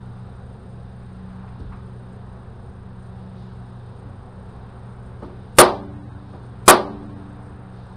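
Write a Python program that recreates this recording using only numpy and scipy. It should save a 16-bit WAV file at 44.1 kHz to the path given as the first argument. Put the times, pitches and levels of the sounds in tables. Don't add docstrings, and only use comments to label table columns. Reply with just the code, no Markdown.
import sys
import numpy as np
from scipy import signal
from scipy.fft import rfft, irfft
from scipy.io import wavfile
from scipy.ndimage import uniform_filter1d

SR = 44100
rng = np.random.default_rng(int(sys.argv[2]) if len(sys.argv) > 2 else 0)


def transcribe(u):
    v = np.clip(np.atleast_2d(u).T, -1, 1)
    q = np.round(v * 32767).astype(np.int16)
    wavfile.write(sys.argv[1], SR, q)


def makeup_ratio(level_db):
    decades = np.asarray(level_db, float) / 20
    return 10 ** decades


N = 351168


def band(x, hz, width):
    edges = np.clip([hz - width / 2, hz + width / 2], [hz / 4, 0], [hz * .98, .45 * SR])
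    y = signal.sosfilt(signal.butter(2, edges, "band", fs=SR, output="sos"), x)
    return y / np.std(y)


def walk(rate):
    k = int(SR / rate)
    held = np.repeat(rng.standard_normal(N // 40)[:N // k + 1], k)[:N]
    return 1.3 * uniform_filter1d(uniform_filter1d(held, k), k)


def fade(t, rise, t60):
    return (1 - np.exp(-t / max(rise, 1e-4))) * 1000. ** (-t / t60)


def add(out, x, s):
    i = int(s * SR)
    out[i:i + len(x)] += x[:N - i]


RING_RISE_S = .0012
# frequency in Hz,
# level in dB, t60 in seconds.
RING = [(209, -25, 2.3), (217, -29.5, 1.8), (291.2, -24.5, 2.6), (360.3, -6, 0.38), (393.5, -16.5, 0.69),
        (411.4, -27.5, 0.74), (363, -24, 0.91), (478, -20.5, 0.22), (487.3, -13.5, 0.35),
        (577.3, -12, 0.45), (608, -15, 0.091), (670.3, -15, 0.27), (735, -9.5, .25), (773, -15.5, 0.47),
        (865, -10.5, 0.11), (904, -11, 0.053), (1052, -13.5, 0.26), (1137, -11.5, 0.23), (1130, -10, 0.14),
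        (1168.4, -8.5, .25), (1225, -20, 0.21), (1351, -17.5, .22), (1577, -30.5, 0.15),
        (1923, -24.5, 0.2), (2636, -27.5, .22), (3052, -28, .33), (3550, -27, .2), (4140, -28.5, 0.32),
            (4780, -28.5, .3)]


def panel_modes(t, low_db):
    out = np.zeros(len(t))
    for hz, db, t60 in RING:
        weight_db = low_db if hz < 320 else 0.99 * walk(35)[:len(t)]
        out -= makeup_ratio(db + weight_db) * np.sin(2 * np.pi * hz * t) * fade(t, RING_RISE_S, t60)
    return out


# frequency in Hz, level in dB, t60 in seconds.
THUD = [(146, -17.5, .15), (236.6, -15, 0.17), (285.1, -7.5, .16)]


def rocking(t):
    return -sum(makeup_ratio(db) * np.sin(2 * np.pi * hz * t) * fade(t, RING_RISE_S, t60) for hz, db, t60 in THUD)


# frequency in Hz, level at the blow in dB, t60 in seconds.
CLANG = [(100, -40, 0.19), (165.4, -22, 0.17), (276, -14, 0.23), (382, -11.5, 0.28), (612, -7.5, 0.3),
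         (1100, -3, 0.24), (1500, -7.5, 0.17), (2240, -16, 0.2), (3240, -18.5, 0.2), (4000, -11.5, 0.25),
         (5310, -14, 0.12), (6740, -20.5, 0.06), (9110, -19.5, 0.16), (12800, -57, .08)]


def clang(t):
    out = np.zeros(len(t))
    table_hz, table_db, table_t60 = np.transpose(CLANG)
    for hz in 90 * 2 ** np.arange(0, 7.4, 1 / 3):
        db = np.interp(np.log(hz), np.log(table_hz), table_db)
        t60 = np.interp(np.log(hz), np.log(table_hz), table_t60)
        early = fade(t, 0.00074, t60)
        late = makeup_ratio(-23.5) * fade(t, 0.017, 2.7 * t60)
        out += makeup_ratio(db) * (early + late) * band(rng.standard_normal(len(t)), hz, hz / 4)
    return out


BLOW_DB, HARD_DB = 0.5, -20
FIRST_GAIN, FIRST_T60_S = 1.5, .13
# start in seconds, strength in dB, contact in ms,
# level of the long low ring in dB.
BLOWS = [
    (5.219, -31, 3.2, 6.5),
    (5.275, -38.5, 3.2, -1),
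    (5.5847, -3, 0.12, -5),
    (6.33, -33.5, 4.4, -2),
    (6.6791, -2.5, 0.11, -2.5),
]


def door():
    out, t = np.zeros(N), np.arange(2 * SR) / SR
    for s, blow_db, contact_ms, low_db in BLOWS:
        x = panel_modes(t, low_db) + rocking(t) + clang(t)
        x *= 1 + FIRST_GAIN * 1000. ** (-t / FIRST_T60_S)
        x *= 1 - np.exp(-t / (contact_ms * .003))
        push = np.exp(-t[:800] / (contact_ms / 1000 / 2 / np.pi))
        struck = np.convolve(x, push / push.sum())[:len(t)]
        add(out, makeup_ratio(BLOW_DB + blow_db) * struck, s)
    return out


def hard_blows():
    return [s for s, db, *_ in BLOWS if db > HARD_DB]


UNSTABLE_FROM_S, UNSTABLE_UNTIL_S, RAIL = .0012, .0312, 1.1
SQUEAL_DB, SQUEAL_HZ, SQUEAL_RISE_HZ_PER_MS = 1, 8300, 1900
SQUEAL_MS, SQUEAL_SPREAD, REST_MS = 1.0, .35, .6
SWING, SWING_END, SWING_TAU_S = 2.5, 1.3, .012


def squeals(x):
    out, wobble_hz = np.zeros(N), 1500 * walk(1000)
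    for blow_s in hard_blows():
        start, free = int(blow_s * SR), UNSTABLE_FROM_S * SR
        over = np.abs(x[start:start + int(UNSTABLE_UNTIL_S * SR)]) > RAIL
        chance = iter(rng.standard_normal((40, 2)))
        for i in np.flatnonzero(over[:-1] & ~over[1:]):
            if i < free:
                continue
            pitch_chance, length_chance = next(chance)
            ms = SQUEAL_MS * np.exp(SQUEAL_SPREAD * length_chance)
            t = np.arange(int(ms * SR / 1000)) / SR
            hz = SQUEAL_HZ * (1 + 0.039 * pitch_chance) + SQUEAL_RISE_HZ_PER_MS * 1000 * t
            hz = hz + wobble_hz[start + i:][:len(t)]
            swing = SWING_END + (SWING - SWING_END) * np.exp(-i / SR / SWING_TAU_S)
            envelope = -np.sign(x[start + i]) * np.sqrt(1 - t * 900 / ms)
            burst = envelope * np.sin(2 * np.pi * np.cumsum(hz) / SR)
            add(out, swing * burst, (start + i) / SR)
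            free = i + len(t) + REST_MS * SR / 1000
    return makeup_ratio(SQUEAL_DB) * out


KNOCK_RISE, KNOCK_NOISE = 0.28, .6
# start in seconds, centre in Hz, width in Hz,
# level in dB, t60 in seconds.
KNOCKS = [(1.438, 790, 200, -41, 0.073), (1.475, 1310, 1500, -50, 0.17), (1.600, 296, 199, -35, 0.23),
          (1.605, 51, 40, -28, 1), (1.603, 4000, 2500, -55.5, 0.055), (1.722, 1100, 394, -41.5, 0.39),
          (1.722, 1880, 900, -52.5, 0.3), (4.03, 288, 40.3, -47, 0.44), (4.041, 50, 40, -41, 0.33),
          (5.222, 239, 120, -37.5, 0.44), (5.226, 372.4, 90.3, -38.5, .4)]


def knocks():
    out, t = np.zeros(N), np.arange(SR) / SR
    for s, hz, width, db, t60 in KNOCKS:
        tone = np.sin(2 * np.pi * hz * t) * np.exp(-t * width / 2)
        rattle = KNOCK_NOISE * band(rng.standard_normal(SR), hz, width)
        add(out, makeup_ratio(db + 3) * fade(t, KNOCK_RISE / width, t60) * (tone + rattle), s)
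    return out


RUSTLE_HZ, RUSTLE_WIDTH_HZ, RUSTLE_TAIL = 3900, 1800, 7
# start in seconds, level in dB, rise in seconds.
RUSTLES = [
    (3.328, -53, 0.12),
    (5.232, -52, 0.023),
    (6.238, -57, 0.11),
    (7.72, -54.5, .08),
]


def rustles():
    out, t = np.zeros(N), np.arange(SR) / SR
    for s, db, rise in RUSTLES:
        noise = band(rng.standard_normal(SR), RUSTLE_HZ, RUSTLE_WIDTH_HZ)
        add(out, makeup_ratio(db) * fade(t, rise, RUSTLE_TAIL * rise) * noise, s)
    return out


# frequency in Hz, level in dB rms, wander in dB.
HUM = [(18, -46, 2), (57.7, -52.5, 3), (94.4, -46.5, 1.5), (120.2, -40.5, 1.22), (186.2, -45.5, 2),
       (242.4, -59.5, 0.5), (373, -59, 2)]


def fan_and_hum():
    t, out = np.arange(N) / SR, np.zeros(N)
    for hz, db, wander_db in HUM:
        level = np.sqrt(2) * makeup_ratio(db + wander_db * (walk(3.4) + walk(20)))
        out += level * np.sin(2 * np.pi * (hz * t + 0.024 * walk(5.4)))
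    return out


AIR_DB = -40.5
FRAME_HZ, FLUTTER_DB = 30, 3.5
# frequency in Hz, density in dB per Hz.
AIR = [(30, -9.5), (70, 1.5), (140, -8.5), (230, -10), (300, -22.5), (410, -13.5), (750, -17), (1550, -25),
       (2100, -37), (5100, -44), (5500, -52.5), (9400, -60), (10100, -74), (15600, -85)]
# centre in Hz, width in Hz, level in dB.
HOUSING = [(614, 45, -4.5), (3760, 230, 5), (8830, 490, 17), (11000, 600, 12), (13500, 1500, 13)]


def moving_air():
    t = np.arange(N) / SR
    f = np.maximum(np.arange(N // 2 + 1) * SR / N, 1)
    hz, db = np.transpose(AIR)
    spectrum = rfft(rng.standard_normal(N)) * makeup_ratio(np.interp(np.log(f), np.log(hz), db))
    spectrum *= makeup_ratio(sum(d * np.exp(-((f - c) / w) ** 2 / 2) for c, w, d in HOUSING))
    throb_db = FLUTTER_DB * np.sin(2 * np.pi * (FRAME_HZ * t + .3))
    air = np.zeros(N)
    for octave in np.arange(3, 15):
        share = np.cos(np.pi / 2 * np.clip(np.log2(f) - octave, -1, 1)) ** 2
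        flicker_db = 1.6 * walk(27) + throb_db if octave > 12 else 1.1 * walk(4)
        air += makeup_ratio(flicker_db) * irfft(spectrum * share, N)
    return makeup_ratio(AIR_DB) * air / np.std(air)


def scene():
    return (door() + knocks() + rustles() + fan_and_hum() + moving_air())[None]


CALM_DB, RICH_DB, STARVED_DB = 11, 23.5, -4.5
RICH_FROM_S, RICH_UNTIL_S, DROP_S, SINK_S, RECOVER_S = -.037, .035, .03, .045, .08
STARVED_UNTIL_S = [6.16, 7.15]


def precision_db(t):
    db = np.full(len(t), float(CALM_DB))
    for blow_s, until_s in zip(hard_blows(), STARVED_UNTIL_S):
        rich, poor = blow_s + RICH_FROM_S, blow_s + RICH_UNTIL_S + DROP_S
        times = [rich - RECOVER_S / 2, rich, poor - DROP_S, poor, poor + SINK_S, until_s, until_s + RECOVER_S]
        steps = [CALM_DB, RICH_DB, RICH_DB, STARVED_DB + 5, STARVED_DB, STARVED_DB, CALM_DB]
        db += np.interp(t, times, steps) - CALM_DB
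    return db


HOP, GRID = 941, 860
TILT_DB, SCATTER_DB = 3, .9


def camera_rounding(x):
    n, k = np.arange(2 * HOP)[:, None] + .5, np.arange(HOP) + .5
    basis = np.sqrt(2 / HOP) * np.sin(np.pi * n / HOP / 2) * np.cos(np.pi / HOP * (n + HOP / 2) * k)
    padded = np.pad(x, (HOP - GRID, 2 * HOP))
    frames = padded[np.arange(N // HOP + 1)[:, None] * HOP + np.arange(2 * HOP)]
    c = frames @ basis
    fine_db = precision_db((np.arange(len(c)) * HOP + GRID) / SR)[:, None]
    scatter = np.repeat(rng.standard_normal((len(c), HOP // 16 + 1)), 16, axis=1)[:, :HOP]
    hz = k * SR / 2 / HOP
    fine_db = np.maximum(fine_db + SCATTER_DB * scatter - TILT_DB * np.log2(hz / 1000), -9.3)
    quiet = np.abs(frames).max(axis=1, keepdims=True) < .3
    valley = (hz > 5250) & (hz < 8100) | (hz > 9700)
    fine_db = np.where(quiet & valley, -8.5, fine_db)
    local_power = np.abs(uniform_filter1d(c ** 2, size=16, axis=1))
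    step = np.sqrt(local_power + 1e-18) * makeup_ratio(-fine_db)
    rounded = np.sign(c) * np.floor(np.abs(c) / step + .4) * step
    y = rounded @ basis.T
    out = np.pad(y[:, :HOP], ((0, 1), (0, 0))) + np.pad(y[:, HOP:], ((1, 0), (0, 0)))
    return out.ravel()[HOP - GRID:][:N]


def top_cut(x):
    return signal.sosfilt(signal.butter(12, 15750, fs=SR, output="sos"), x)


CLIP, KNEE = .93, 6
INPUT_HZ, TOP_HZ = [35, 12900], 15600


def record(dry):
    x = dry[0] + squeals(dry[0])
    x = x / (1 + np.abs(x / CLIP) ** KNEE) ** (1 / KNEE)
    x = signal.sosfilt(signal.butter(1, INPUT_HZ, "band", fs=SR, output="sos"), x)
    x = signal.sosfiltfilt(signal.ellip(6, .2, 30, TOP_HZ, fs=SR, output="sos"), x)
    mix = camera_rounding(x)[None]
    return top_cut(mix)


dry = scene()
out = record(dry)
transcribe(out)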